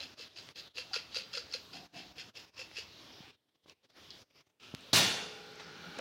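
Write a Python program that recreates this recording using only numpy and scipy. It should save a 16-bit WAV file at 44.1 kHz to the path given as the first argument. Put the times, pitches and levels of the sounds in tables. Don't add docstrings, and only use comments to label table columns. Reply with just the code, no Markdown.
import sys
import numpy as np
from scipy import signal
from scipy.fft import rfft, irfft
from scipy.io import wavfile
from scipy.ndimage import uniform_filter1d

SR = 44100
rng = np.random.default_rng(int(sys.argv[2]) if len(sys.argv) > 2 else 0)


def waveform_to_disk(signal):
    frames = np.transpose(np.atleast_2d(signal))
    scaled = np.clip(frames, -1, 1) * 32767
    samples = np.round(scaled).astype(np.int16)
    wavfile.write(sys.argv[1], SR, samples)


def ratio(d):
    e = np.asarray(d, float) / 20
    return 10 ** e


N = 264996
TIME = np.arange(N) / SR
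PUFF = 4096


def level(x, db):
    return x * ratio(db) / np.sqrt(np.mean(x ** 2))


def curve(table, column=1):
    points = np.array(table)
    return np.interp(TIME, points[:, 0], points[:, column])


def butter(x, order, hz, kind):
    return signal.sosfilt(signal.butter(order, hz, kind, fs=SR, output="sos"), x)


def resonate(x, body):
    out = 0
    for k, (hz, width, db) in enumerate(body):
        out = out + (-1) ** k * ratio(db) * signal.lfilter(*signal.iirpeak(hz, hz / width, SR), x)
    return out


def walk(rate):
    hold = int(SR / rate)
    steps = np.repeat(rng.standard_normal(N // hold + 1), hold)
    return 1.07 * uniform_filter1d(uniform_filter1d(steps, hold), hold)[:N]


def bands(spectrum, shape):
    hz = np.maximum(np.fft.rfftfreq(N, 1 / SR), 1)
    points = np.array(spectrum)
    colour = ratio(np.interp(np.log(hz), np.log(points[:, 0]), points[:, 1]))
    noise = rfft(rng.standard_normal(N)) * colour
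    place = 3 * np.log2(hz / 32)
    out = np.zeros(N)
    for k in range(29):
        window = np.cos(np.pi / 2 * np.clip(place - k, -1, 1)) ** 2
        out += irfft(noise * window, N) * shape(32 * 2 ** (k / 3))
    return out


def add(out, s, db, hz, t60):
    i = int(s * SR)
    t = np.arange(min(int(t60 * SR) + 8, N - i)) / SR
    out[i:i + len(t)] += ratio(db) * np.sin(2 * np.pi * hz * t) * 1000. ** (-t / t60)


def burst(db, low_hz, high_hz, t60):
    t = np.arange(PUFF) / SR
    puff = rng.standard_normal(PUFF) * 1000. ** (-t / t60)
    puff[0] = 2.7
    puff = butter(puff, 3, [low_hz, high_hz], "band")
    return ratio(db) * puff / np.abs(puff).max()


def grains(rate, scatter_db):
    when, size, sign = rng.random((3, N))
    sizes = ratio(-scatter_db * np.log(size + 1e-9))
    return level((when < rate / SR) * sizes * np.sign(sign - .5), 0)


def shaker():
    # (strike [s], length [s], rattle [dB], bright share re rattle [dB], jump at strike [dB])
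    throws = [(0.0, 0.04, -47, -3.5, 2), (0.189, .034, -50, -1.5, 0), (0.358, 0.032, -50, -1.5, 8),
              (.56, 0.038, -49, -2, 1), (.778, 0.011, -38.5, -2.5, 4.5), (0.937, 0.026, -37, -3, 12.5),
              (1.145, 0.038, -38, -2, 8), (1.331, 0.05, -42, -2.5, 11), (1.534, 0.0054, -37, -2, 9),
              (1.729, 0.044, -50, -3, 10), (1.969, 0.027, -48, -4.5, 0), (2.182, 0.021, -45.5, -4.5, 6),
              (2.367, 0.025, -50, -3.5, -0.5), (2.59, 0.017, -44, -2.5, 5), (2.768, 0.022, -41.5, -3, 4.5)]
    # (time [s], peak level [dB], ring [Hz])
    lumps = [(0.0044, -28, 4040), (0.0283, -31, 2750), (0.3641, -38, 2640), (0.387, -35, 4780),
             (0.5586, -37, 4630), (0.7726, -30, 2750), (0.7836, -24, 2710), (0.9334, -23, 4830),
             (0.9423, -21, 4480), (0.9554, -23, 4550), (0.9624, -23, 2680), (0.9495, -27, 4900),
             (1.1458, -24, 4710), (1.1563, -25, 4590), (1.1707, -21, 4740), (1.186, -27, 4750),
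             (1.3379, -29, 4760), (1.3744, -25, 4640), (1.3804, -25, 4740), (1.514, -37, 4720),
             (1.5254, -31, 5220), (1.5394, -21, 4250), (1.7335, -38, 4930), (2.371, -35, 2710),
             (2.5945, -32, 2610), (2.6154, -32, 2660), (2.7596, -33, 2630), (2.7674, -31, 2650),
             (2.7776, -30, 2800), (2.7854, -28, 2650)]
    # (time [s], peak level [dB], ring [Hz], t60 [s])
    blows = [(0.009, -49, 554, 0.054), (0.198, -46.5, 470, 0.035), (0.385, -58, 517, 0.048),
             (0.562, -55, 495, 0.064), (0.582, -56, 493, 0.096), (0.776, -52.5, 470, 0.054),
             (0.784, -46, 500, 0.12), (0.914, -47.5, 772, 0.1), (0.964, -32, 460, 0.024),
             (1.165, -35.5, 512, 0.027), (1.179, -45, 526, 0.054), (1.344, -48.5, 557, 0.13),
             (1.371, -41, 490, 0.096), (1.547, -40, 506, 0.06), (2.179, -51.5, 473, 0.048),
             (2.366, -57, 491, 0.15), (2.591, -50, 511, 0.13), (2.614, -50, 514, 0.049),
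             (2.784, -42.5, 436, 0.041)]
    # (time [s], ring [Hz], lid level [dB])
    grip = [(0, 4770, -28), (.4, 4560, -31), (.8, 4590, -25.5), (.94, 4680, -16), (1.15, 4460, -23.5),
            (1.35, 4690, -13.5), (1.55, 4690, -25), (2.0, 4780, 4), (2.4, 5000, -39), (2.8, 4960, -43)]
    # (centre [Hz], width [Hz], gain [dB])
    shell_low = [(1577, 320, -9), (2090, 530, -8.5), (2656, 143, 4), (3380, 500, -4.5)]
    # (multiple of the bright ring [1], width [Hz], gain [dB])
    shell_high = [(0.888, 300, 0.5), (1.002, 260, 3), (1.08, 300, 1.5), (1.2, 500, -6.5), (1.4, 1060, -10)]
    gather_db_per_s, swell_db_per_s, settle_db_per_s = 454, 44.5, 362.5

    shell, rattle, thuds = np.zeros((3, N))
    ring_curve, lid_curve = curve(grip), curve(grip, 2)
    bunch = ratio(2.3 * walk(200))
    low = level(resonate(bunch * grains(2800, scatter_db=0.5), shell_low), -1.5)
    pelt = bunch * grains(5000, scatter_db=1.93)
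    for s, length, db, bright_db, jump_db in throws:
        inside = slice(int(max(s - .06, 0) * SR), int((s + length + .1) * SR))
        since = TIME[inside] - s
        ring_hz = ring_curve[int(s * SR)]
        high_body = [(k * ring_hz, width, gain) for k, width, gain in shell_high]
        high = level(resonate(pelt[inside], high_body), -0.45)
        bright = min(ratio(bright_db), .98)
        throw_db = db - jump_db * (since < 0)
        throw_db = throw_db + gather_db_per_s * np.minimum(since, 0)
        throw_db = throw_db + swell_db_per_s * np.clip(since, 0, length)
        throw_db = throw_db - settle_db_per_s * np.maximum(since - length, 0)
        rattle[inside] = ratio(throw_db)
        shell[inside] = rattle[inside] * (bright * high + np.sqrt(1 - bright ** 2) * low[inside])
    for s, db, hz in lumps:
        i = int(s * SR)
        add(shell, s, db - 4.5, hz, .018)
        shell[i:][:PUFF] += burst(db - 10, 2200, 5600, .008)
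        add(shell, s, db + lid_curve[i], 1420, .04)
    for s, db, hz, t60 in blows:
        add(thuds if hz < 700 else shell, s - .002, db + 1, hz, t60)
    thuds = butter(thuds, 2, [400, 620], "band")
    walls = butter(shell, 4, [750, 7000], "band")
    dust = rattle * level(resonate(rng.standard_normal(N), [(10000, 3100, 0)]), -26.0)
    return walls + dust + thuds


def pan():
    # (frequency [Hz], density [dB per Hz])
    clash = [(50, -39.5), (110, -1.5), (300, -6), (850, -7), (1140, -9), (1800, -9), (2800, -4.5),
             (4300, -5.5), (6000, -7.5), (7600, -15), (11500, -19.5), (13200, -27), (14800, -19),
             (15800, -21)]
    # (frequency [Hz], t60 [s])
    decay = np.array([(60, 1), (150, 0.6), (500, 0.88), (2000, 0.82), (5000, 0.77), (10000, 0.59),
                      (16000, 0.38)])
    # (frequency [Hz], level [dB], t60 [s])
    strong_modes = [(1416, -14, 0.79), (1814, -8, 0.62), (2406, -14, 0.86), (2794, -6, 0.83),
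                    (3418, -6, 0.56), (3499, -6, 1.1), (3833, 0, 0.38), (4145, -10, 0.62), (4317, -8, 0.68),
                    (4500, -11, 0.77), (4807, -19, 1.4), (4985, -5, 0.37), (5399, -9, 0.33),
                    (5739, -14, 0.54), (6051, -11, 0.51), (6627, -16, 0.59), (7359, -13, 0.5),
                    (8344, -20, 0.53), (9512, -29, 0.67), (9733, -18, 0.38), (10010, -29, 0.94),
                    (10460, -20, 0.36), (10770, -19, 0.25), (11650, -18, 0.36)]
    # (frequency [Hz], level [dB], t60 [s])
    rim = [(428, -48, 3.5), (488, -57, 4.0), (808, -54, 3.5)]
    hit_s, rattle_s, pan_db, ring_db = 4.9297, 0.036, -25, -4.5

    since = TIME - hit_s
    start = np.clip(since / .003, 0, 1)

    def fade_s(hz):
        return np.interp(np.log(hz), np.log(decay[:, 0]), decay[:, 1])

    def wash_shape(hz):
        return start * ratio(2.0 * walk(60) - 60 * np.maximum(since - rattle_s, 0) / fade_s(hz))

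    wash = bands(clash, wash_shape)
    modes = np.zeros(N)
    for hz, db, t60 in strong_modes:
        add(modes, hit_s, db, hz, min(t60, .8))
        add(modes, hit_s + 0.028, db - 17, 1.012 * hz, 1.3 * t60)
    for place, size, life in rng.random((90, 3)):
        hz = 600 * 16 ** place
        db = -13 - 8 * size - 9 * abs(np.log2(hz / 3800))
        add(modes, hit_s + 0.046 * life, db, hz, fade_s(hz) * (0.63 + .5 * life))
    ring = modes * np.clip(since / 0.056, 0, 1)

    thud = np.zeros(N)
    add(thud, hit_s + 0.0017, -31, 112, .3)
    add(thud, hit_s + 0.00395, -27, 330, .04)
    add(thud, hit_s + 0.00627, -26, 700, .03)
    thud[int(hit_s * SR):][:PUFF] += burst(-17, 3560, 4850, 0.13)
    for hz, db, t60 in rim:
        add(thud, hit_s, db, hz, t60)
    loud = (since > 0) & (since < .08)
    steel = wash / wash[loud].std() + ratio(ring_db) * ring / ring[loud].std()
    return ratio(pan_db) * steel + thud


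def scraping():
    # (time [s], level [dB])
    drag_path = [
        (4.9, -79),
        (5.1, -43.5),
        (5.3, -57),
        (5.5, -56),
        (5.7, -52),
        (5.85, -51),
        (6.01, -47.5),
    ]
    # (time [s], level [dB])
    tray_path = [
        (4.59, -80),
        (4.6, -54.5),
        (4.72, -60.5),
        (4.92, -65.5),
        (4.95, -69),
    ]
    # (time [s], level [dB])
    pot_path = [
        (1.7, -98),
        (1.75, -52),
        (1.86, -61),
        (1.9, -70),
        (1.97, -50.5),
        (2.05, -63),
        (2.12, -61.5),
        (2.4, -79),
    ]
    # (centre [Hz], width [Hz], gain [dB])
    drag_body = [(173, 24, 4.5), (428, 150, -3.5), (822, 41, -1), (1437, 180, -0.5), (2365, 120, -5.5),
                 (2900, 530, -10.5), (4300, 520, -9.5), (5700, 1000, -16)]
    tray_body = [(1290, 30, 1), (1380, 44, -4), (2750, 540, -3), (4000, 1200, -9.5), (5000, 410, -8)]
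    pot_body = [(170, 48, -4.5), (300, 61, -5.5), (730, 58, -3)]

    drag = level(resonate(rng.standard_normal(N), drag_body), 0) * ratio(curve(drag_path) + 1.0 * walk(25))
    drag = butter(drag, 3, 6200, "low")
    tray = level(resonate(grains(3300, scatter_db=-2.0), tray_body), 0) * ratio(curve(tray_path))
    pot = level(resonate(grains(1500, scatter_db=1.5), pot_body), 0) * ratio(curve(pot_path))
    return drag + tray + pot


def ticks():
    # (time [s], peak level [dB], ring [Hz], t60 [s])
    bumps = [
        (3.204, -38.5, 195, 0.02),
        (3.659, -29.5, 403, 0.0071),
        (4.740, -19, 170, 0.0068),
        (4.749, -19.5, 4000, 0.00096),
        (5.989, -30.5, 596, 0.015),
        (5.993, -31.5, 577, 0.036),
    ]
    # (time [s], peak level [dB], low edge [Hz], high edge [Hz], t60 [s])
    clicks = [(.489, -35, 250, 4300, 0.0061), (2.714, -40.5, 250, 2600, 0.006),
              (3.661, -41, 300, 2000, 0.0098), (3.697, -35.5, 2500, 5260, 0.011),
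              (4.105, -36, 3270, 5400, 0.021), (4.107, -44.5, 3600, 5000, 0.22),
              (4.808, -49, 2500, 8000, 0.009), (5.520, -53, 5000, 8900, 0.0035),
              (5.557, -49, 5000, 8000, 0.0044), (5.597, -39.5, 393, 4420, 0.18),
              (5.988, -31, 1200, 7850, 0.0077), (5.992, -32, 800, 2900, 0.01)]
    out = np.zeros(N + PUFF)
    for bump in bumps:
        add(out[:N], *bump)
    for s, *click in clicks:
        out[int(s * SR):][:PUFF] += burst(*click)
    return out[:N]


def room(x):
    t60_s, echo_db = 0.35, -13
    t = TIME[:SR]
    tail = rng.standard_normal(SR) * np.clip(t / 0.0035, 0, 1) * 1000. ** (-t / t60_s)
    tail = signal.lfilter(*signal.butter(1, 6000, fs=SR), tail)
    return signal.fftconvolve(x, ratio(echo_db) * tail / np.linalg.norm(tail))[:N]


def kitchen():
    # (frequency [Hz], density [dB per Hz])
    hum = [(29, -33.5), (50, 6.5), (171, -6), (290, -5), (437, -5), (597, -7.5), (837, -11), (944, -10.5),
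           (2140, -12), (3720, -7.5), (5600, -13.5), (8250, -31), (13000, -32), (15800, -29.5)]
    swell = .4 * walk(3.34)
    return level(bands(hum, lambda hz: ratio(swell + 2.9 * walk(15))), -56)


def gate():
    # (starts to close [s], open again [s], depth [dB], opening speed [dB/s])
    closures = [(0.139, 0.183, 12, 800), (0.277, 0.371, 8, 600), (.515, 0.562, 22, 1200),
                (0.679, 0.75, 14, 2998), (0.703, 0.757, 23, 1000), (1.864, 1.943, 15.5, 700),
                (2.122, 2.161, 7, 800), (2.296, 2.355, 25, 1000), (2.45, 2.57, 6.5, 600),
                (2.488, 2.552, 21, 800), (3.307, 3.37, 11.5, 995), (3.336, 3.665, 28, 3000),
                (3.64, 3.69, 16, 595.5), (3.685, 3.74, 4, 1000), (3.718, 3.835, 25.5, 4000),
                (3.8, 3.867, 15, 450), (3.844, 3.907, 28, 1200), (3.897, 3.97, 15, 398),
                (4.225, 4.319, 22, 1000), (4.298, 4.374, 18, 500), (4.34, 4.413, 7.5, 1003),
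                (4.405, 4.602, 26, 3999), (4.55, 4.63, 6, 500)]
    # (time [s], gain reached [dB])
    peeks = [(3.492, -18.5), (3.556, -15.5), (3.644, -13), (4.472, -14), (4.502, -15.5)]
    close_db_per_s, peek_db_per_s = 900.5, 800
    shut_db = np.zeros(N)
    for close, reopen, depth_db, speed in closures:
        ramp = np.minimum(close_db_per_s * (TIME - close), speed * (reopen - TIME))
        shut_db = np.maximum(shut_db, np.minimum(ramp, depth_db))
    for s, db in peeks:
        shut_db = np.minimum(shut_db, peek_db_per_s * abs(TIME - s) - db)
    return ratio(-shut_db)


def scene():
    near = shaker()
    mono = near + room(near) + pan() + scraping() + ticks() + kitchen()
    return np.array([mono, mono])


def low_pass(x):
    return signal.sosfilt(signal.butter(12, 16480, fs=SR, output="sos"), x)


def record(dry):
    # (frequency [Hz], density [dB per Hz])
    hiss_colour = [(29, -35.5), (50, -8), (312, 11.5), (1530, -11), (1900, -3.5), (2660, -9), (4520, -25.5),
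                   (8050, -9.5), (14000, -13), (15800, -15)]
    hiss = level(bands(hiss_colour, lambda hz: 1), -87)
    mix = dry * gate() + hiss
    mix = butter(mix, 3, 95, "high")
    mix = signal.sosfilt(signal.ellip(8, .2, 60, 15760, fs=SR, output="sos"), mix)
    return low_pass(mix)


dry = scene()
out = record(dry)
waveform_to_disk(out)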